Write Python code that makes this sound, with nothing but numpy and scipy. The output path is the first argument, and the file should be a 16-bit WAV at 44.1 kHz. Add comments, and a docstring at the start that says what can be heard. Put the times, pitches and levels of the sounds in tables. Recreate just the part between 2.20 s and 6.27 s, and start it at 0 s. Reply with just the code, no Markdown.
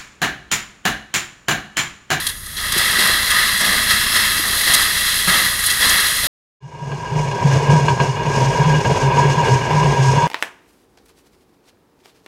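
"""A concrete burn room: a fire hose plays on burning pallets and straw, heard by a camera in a case.
Underneath sit the soft rumble of the flames and a faint low flutter from the camera's electronics.
The jet slackens, opens up again and sweeps the pile about three times a second. Each sweep spatters,
hisses and drums on the wood, then runs off; now and then the jet spits or knocks on a board.
The walls give the water a short tail, and the protective case adds a midrange ring."""
import sys
import numpy as np
from scipy import signal
from scipy.io import wavfile
from scipy.ndimage import uniform_filter1d

SR = 44100
rng = np.random.default_rng(int(sys.argv[2]) if len(sys.argv) > 2 else 0)


def put_to_file(sound):
    """Save the sound as 16-bit audio at rate SR, in the file named by the first command-line argument."""
    columns = np.atleast_2d(sound).T  # one column per channel
    safe = np.clip(columns, -1, 1)
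    whole_steps = np.round(safe * 32767)
    wavfile.write(sys.argv[1], SR, whole_steps.astype(np.int16))


N = 179531
TIME = np.arange(N) / SR

# Resonances of the camera case: (frequency [Hz], half-width [Hz], boost [dB])
CASE_RESONANCES = [(1262, 64, 6), (1681, 106, 7.5), (1931, 158, 10.5), (2375, 130, -7.5), (2724, 120, 4.5),
                   (3334, 222, 11), (3930, 130, -2), (3883, 242, 9), (4160, 166, 8), (4790, 270, 4.5),
                   (6870, 160, 1.5), (7460, 340, -4), (8700, 270, 6), (10130, 880, 6.5), (11320, 230, 2.5),
                   (14900, 450, 5)]
# Fuzzy tones while the jet stays on one spot:
# (start [s], end [s], pitch [Hz], width [Hz], level [dB])
DWELL_TONES = [(1.1, 2.4, 218, 60, -41), (.70, .92, 195, 45, -39), (1.45, 2.3, 2670, 140, -35),
               (1.55, 2.14, 5270, 170, -32), (1.35, 1.54, 5550, 350, -34)]
# Dull knocks of the jet on the wood: (time [s], level [dB], pitch [Hz], 60 dB decay time [s])
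BOARD_KNOCKS = [(.560, -16.5, 360, 0.054), (0.564, -22.5, 162, 0.088), (.785, -21, 362, 0.061),
                (0.896, -20.5, 483, 0.033), (1.734, -15.5, 78, 0.035), (2.194, -20, 310, 0.054),
                (3.078, -14.5, 183, 0.12)]
# Short spits of spray: (time [s], level [dB], length [s], centre [Hz], half-width [octaves])
JET_SPITS = [(0.066, -16, 0.01, 5800, 1.5), (0.087, -23, 0.014, 6000, 1.4), (0.26, -33, 0.0099, 7000, 0.73),
             (.365, -28.5, 0.043, 4340, .5), (.521, -17, 0.0073, 9000, 1.6), (.578, -15.5, .01, 9000, 2.7),
             (0.709, -21, .005, 12200, .45), (0.873, -18, 0.0058, 7000, 1), (1.102, -16.5, 0.017, 6000, 2),
             (1.375, -23, 0.0077, 10000, .6), (1.394, -21.5, 0.026, 7000, .63),
             (1.956, -16.5, 0.018, 4500, 1), (2.536, -10.5, 0.017, 8000, 1.16),
             (3.075, -16, 0.026, 1540, 0.95), (3.134, -16.5, 0.011, 3520, 0.26),
             (3.46, -15, .012, 10200, 0.49), (3.5, -15.5, 0.015, 5940, 1.2),
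             (3.693, -13, 0.0051, 6400, .36)]
# EQ curves of the five water layers: (frequency [Hz], relative level [dB])
SPATTER_EQ = [(500, -39.5), (850, -17.5), (1020, -1.5), (1500, -1), (2100, 0.5), (2600, -8.5), (4000, -13),
              (8000, -36)]
RUSH_EQ = [(1200, -22.5), (2300, 3), (3000, -1.5), (4500, -0.5), (5400, 0), (6300, -7), (8000, -4),
           (14000, -36.5)]
MIST_EQ = [(2000, -24), (4500, -5.5), (6500, -1.5), (8000, -2.5), (10000, -0.5), (11700, 4), (13000, -0.5),
           (13800, -10), (15700, -9.5)]
PATTER_EQ = [(250, -24.5), (420, -7.5), (600, 1.5), (800, -1.5), (1200, -1), (2500, -19), (6000, -38)]
DRUM_EQ = [(30, -13), (90, -2), (140, 0.5), (200, 7), (290, -1), (400, 1.5), (600, -17), (1500, -26.5)]
# The nozzle is throttled, opened again and twice eased a little: (time [s], flow [dB])
NOZZLE_FLOW = [(0, -2.5), (.05, -8), (.105, -8), (.14, -14), (.22, -18), (.28, -13.5), (.36, -12),
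               (.372, -6), (.50, -3.5), (.54, 0), (2.05, 0.5), (2.25, -1), (2.5, 0.5), (3.2, 0), (3.37, -2),
               (3.5, 0)]
# Passes of the jet over the pallets, with levels at a flow of 0 dB:
# (start [s], rise [s], hold [s], spatter level [dB], rush level [dB], wood level [dB])
JET_SWEEPS = [(.39, 0.036, .04, -30, -38, -37.5), (0.54, 0.038, 0.17, -21.5, -22.5, -33.5),
              (.73, 0.098, .06, -19, -21, -29.5), (1.083, .07, 0.041, -16.5, -23, -35),
              (1.385, 0.029, 0.13, -20.5, -24.5, -30.5), (1.678, 0.018, 0.023, -20, -20.5, -36),
              (1.913, 0.035, 0.065, -20, -22, -35.5), (2.21, 0.052, .08, -31, -36, -34.5),
              (2.462, 0.014, 0.09, -19.5, -19.5, -31), (2.837, 0.02, 0.047, -27, -23.5, -54),
              (3.068, 0.012, 0.098, -16.5, -20.5, -29.5), (3.456, .04, 0.017, -28.5, -27.5, -46),
              (3.587, .035, 0.045, -18.5, -18.5, -29.5), (3.67, 0.04, 0.073, -19, -23, -35),
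              (4.022, .015, 0.011, -37, -31, -32.5)]


def gain_of(db):
    """Decibels to amplitude."""
    return 10 ** (np.asarray(db) / 20)


def unit_rms(x):
    """Scales to an rms of one."""
    return x / np.sqrt(np.mean(x ** 2) + 1e-20)


def add(mix, start_s, sound):
    """Lays a sound into the mix."""
    part = mix[max(round(start_s * SR), 0):][:len(sound)]
    part += sound[:len(part)]


def concrete_room(x, t60_s=0.45, wet_db=-14):
    """Concrete walls return a dense, short tail after a 6 ms pre-delay."""
    t = TIME[:SR // 2]
    tail = rng.standard_normal(len(t)) * gain_of(-60 * t / t60_s) * (t > 0.006)
    return x + gain_of(wet_db) * signal.oaconvolve(x, tail / np.linalg.norm(tail))[:N]


def camera_case(x, eq, size=2048):
    """Applies an EQ curve (dB as a function of Hz) and lets the case ring after every impact."""
    hz = abs(np.fft.fftfreq(size, 1 / SR))
    case_db = sum(boost * np.exp(-((hz - centre) / width) ** 2) for centre, width, boost in CASE_RESONANCES)
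    log_gain = np.log(gain_of(eq(hz) + case_db))
    minimum_phase = np.exp(np.conj(signal.hilbert(log_gain)))
    return signal.oaconvolve(x, np.fft.ifft(minimum_phase).real)[:len(x)]


def fire_rumble(level_db=-41, band_hz=(20, 130)):
    """The flames lay down a soft, low bed of noise."""
    band = signal.butter(2, band_hz, "bandpass", fs=SR, output="sos")
    return gain_of(level_db) * unit_rms(signal.sosfilt(band, rng.standard_normal(N)))


def camera_flutter(frame_hz=29.98, deepest_db=-23, width_s=0.0027, jitter_s=0.0013):
    """The camera's supply dips once for each picture, by an uneven amount and not quite on the beat."""
    frame = np.round(TIME * frame_hz).astype(int)
    depth, late_s = rng.uniform([0.2, -jitter_s], [1, jitter_s], (frame[-1] + 1, 2))[frame].T
    from_dip_s = TIME - frame / frame_hz - late_s
    dips = -depth * np.exp(-(from_dip_s / width_s) ** 2) * (frame > 0)
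    return gain_of(deepest_db) * (dips - dips.mean())


def dwell_tones():
    """The jet keeps a narrow resonance ringing for as long as it stays on one spot."""
    out = np.zeros(N)
    for start, end, hz, width_hz, db in DWELL_TONES:
        t = TIME[:round((end - start) * SR)]
        smooth = signal.butter(2, width_hz / 2, fs=SR, output="sos")
        waver = signal.sosfilt(smooth, rng.standard_normal(len(t)) + 1j * rng.standard_normal(len(t)))
        ring = unit_rms((waver * np.exp(2j * np.pi * hz * t)).real)
        add(out, start, gain_of(db) * ring * signal.windows.tukey(len(t), 0.5))
    return out


def board_knocks(attack_s=0.003, roughness=0.13):
    """A board thuds on one damped low mode, roughened by the water on it."""
    out, t = np.zeros(N), TIME[:SR // 4]
    for start, db, hz, t60_s in BOARD_KNOCKS:
        grit = unit_rms(uniform_filter1d(rng.standard_normal(len(t)), size=110))
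        ring = np.sin(2 * np.pi * hz * t) * (1 + roughness * grit)
        envelope = np.minimum(t / attack_s, 1) * gain_of(-60 * t / t60_s)
        add(out, start, gain_of(db) * envelope * ring)
    return out


def jet_spits(attack_s=0.00088, fade_s=0.0022, top_hz=13000):
    """Bursts of fine spray snap in, hold briefly and die away."""
    out, t = np.zeros(N), TIME[:SR // 8]
    high_cut = signal.butter(3, top_hz, fs=SR, output="sos")
    for start, db, length_s, centre_hz, octaves in JET_SPITS:
        band = lambda hz: -10 * np.log10(1 + (np.log2((hz + 1) / centre_hz) / octaves) ** 4)
        fizz = signal.sosfilt(high_cut, camera_case(rng.standard_normal(len(t)), band))
        envelope = np.minimum(t / attack_s, 1) * np.exp(-np.maximum(t - length_s, 0) / fade_s)
        add(out, start, gain_of(db) * unit_rms(fizz) * envelope)
    return out


def flicker(slow_hz, fast_hz, count=40):
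    """A smooth random modulator: sines spread between two rates."""
    t = TIME[::32]
    rates = np.geomspace(slow_hz, fast_hz, count) * rng.uniform(0.9, 1.1, count)
    waves = np.sin(2 * np.pi * (rates[:, None] * t + rng.random((count, 1))))
    return np.interp(TIME, t, unit_rms(waves.sum(0)))


def slugs(per_s, fade_s):
    """A modulator for the jet breaking into slugs of water: each lands at once and drains away."""
    hits = rng.uniform(0.94, 1, N) * (rng.random(N) < per_s / SR)
    decay = np.exp(-1 / (fade_s * SR))
    return unit_rms(signal.lfilter([1], [1, -decay], hits - hits.mean()))


def drops(per_s, spread_db):
    """Drops land as clicks of random sign at random times: many small, a few large."""
    size = gain_of(spread_db * np.minimum(rng.exponential(1, N), 4))
    return unit_rms(size * rng.choice([-1, 1], N) * (rng.random(N) < per_s / SR))


def water(eq_points, surge_db, per_s, spread_db, wash_db):
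    """Near drops over a wash of countless far ones, surging together through the room and the case."""
    impacts = drops(per_s, spread_db) + gain_of(wash_db) * rng.standard_normal(N)
    in_room = concrete_room(impacts * gain_of(surge_db))
    eq_hz, eq_db = np.transpose(eq_points)
    eq = lambda hz: np.interp(np.log(hz + 1), np.log(eq_hz), eq_db)
    return unit_rms(camera_case(in_room, eq))


def sweep_envelope(layer, fade_s):
    """Each pass of the jet rises, holds and runs off; overlapping passes add in power."""
    power = np.zeros(N)
    for start, rise, hold, spatter_db, rush_db, wood_db in JET_SWEEPS:
        db = {"spatter": spatter_db, "rush": rush_db, "wood": wood_db}[layer]
        t = TIME - start
        envelope = np.clip(t / rise, 0, 1) * np.exp(-np.maximum(t - rise - hold, 0) / fade_s)
        power += (gain_of(db) * envelope) ** 2
    return np.sqrt(power)


def fader(sweeps, bed_db, drift_db_per_s, flow_exponent):
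    """A layer's gain: a slowly drifting bed plus the sweeps, both riding the nozzle's flow."""
    flow_db = np.interp(TIME, *np.transpose(NOZZLE_FLOW))
    bed = gain_of(bed_db + drift_db_per_s * (TIME - TIME.mean()))
    return gain_of(flow_exponent * flow_db) * np.hypot(bed, sweeps)


def hose_spray(mist_send_db=-4, drum_send_db=-4):
    """Coarse drops spatter, the stream rushes, mist hisses, wood patters and drums, on shared slugs."""
    surge = slugs(per_s=80, fade_s=0.0073)
    puffs = slugs(per_s=13, fade_s=0.025)  # rarer, larger slugs burst into mist
    spatter = water(SPATTER_EQ, 0.64 * surge + 0.91 * flicker(12, 50), per_s=2500, spread_db=2, wash_db=1.5)
    rush = water(RUSH_EQ, 0.5 * surge + 0.5 * puffs, per_s=4000, spread_db=2, wash_db=-1.5)
    mist = water(MIST_EQ, 0.57 * surge + 0.7 * puffs, per_s=7000, spread_db=3, wash_db=2.5)
    patter = water(PATTER_EQ, 0.48 * surge + 0.82 * flicker(10, 23), per_s=1200, spread_db=2, wash_db=-2.5)
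    drum = water(DRUM_EQ, 0.51 * surge + 0.5 * flicker(5.7, 30), per_s=700, spread_db=1.5, wash_db=2)
    splash = sweep_envelope("spatter", fade_s=0.14)
    gush = sweep_envelope("rush", fade_s=0.14)
    blow = sweep_envelope("wood", fade_s=0.11)
    haze = gain_of(mist_send_db) * gush
    thump = gain_of(drum_send_db) * blow
    return (spatter * fader(splash, bed_db=-24, drift_db_per_s=-1, flow_exponent=1.12)
            + rush * fader(gush, bed_db=-22.5, drift_db_per_s=-0.17, flow_exponent=1.21)
            + mist * fader(haze, bed_db=-23.5, drift_db_per_s=1, flow_exponent=0.57)
            + patter * fader(blow, bed_db=-39, drift_db_per_s=-0.6, flow_exponent=1)
            + drum * fader(thump, bed_db=-42, drift_db_per_s=-0.5, flow_exponent=0.87))


def scene():
    """The mono mix: the hose up front, camera flutter and fire underneath."""
    hose = hose_spray() + dwell_tones() + jet_spits() + board_knocks()
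    return (hose + camera_flutter() + fire_rumble())[None]


def record(dry):
    """The camera soft-clips the highest peaks and cuts the extreme treble."""
    rounded = dry / (1 + dry ** 6) ** (1 / 6)
    high_cut = signal.firwin(701, cutoff=15750, window=("kaiser", 9), fs=SR)
    return signal.oaconvolve(rounded, high_cut[None], "same")


dry = scene()
out = record(dry)
put_to_file(out)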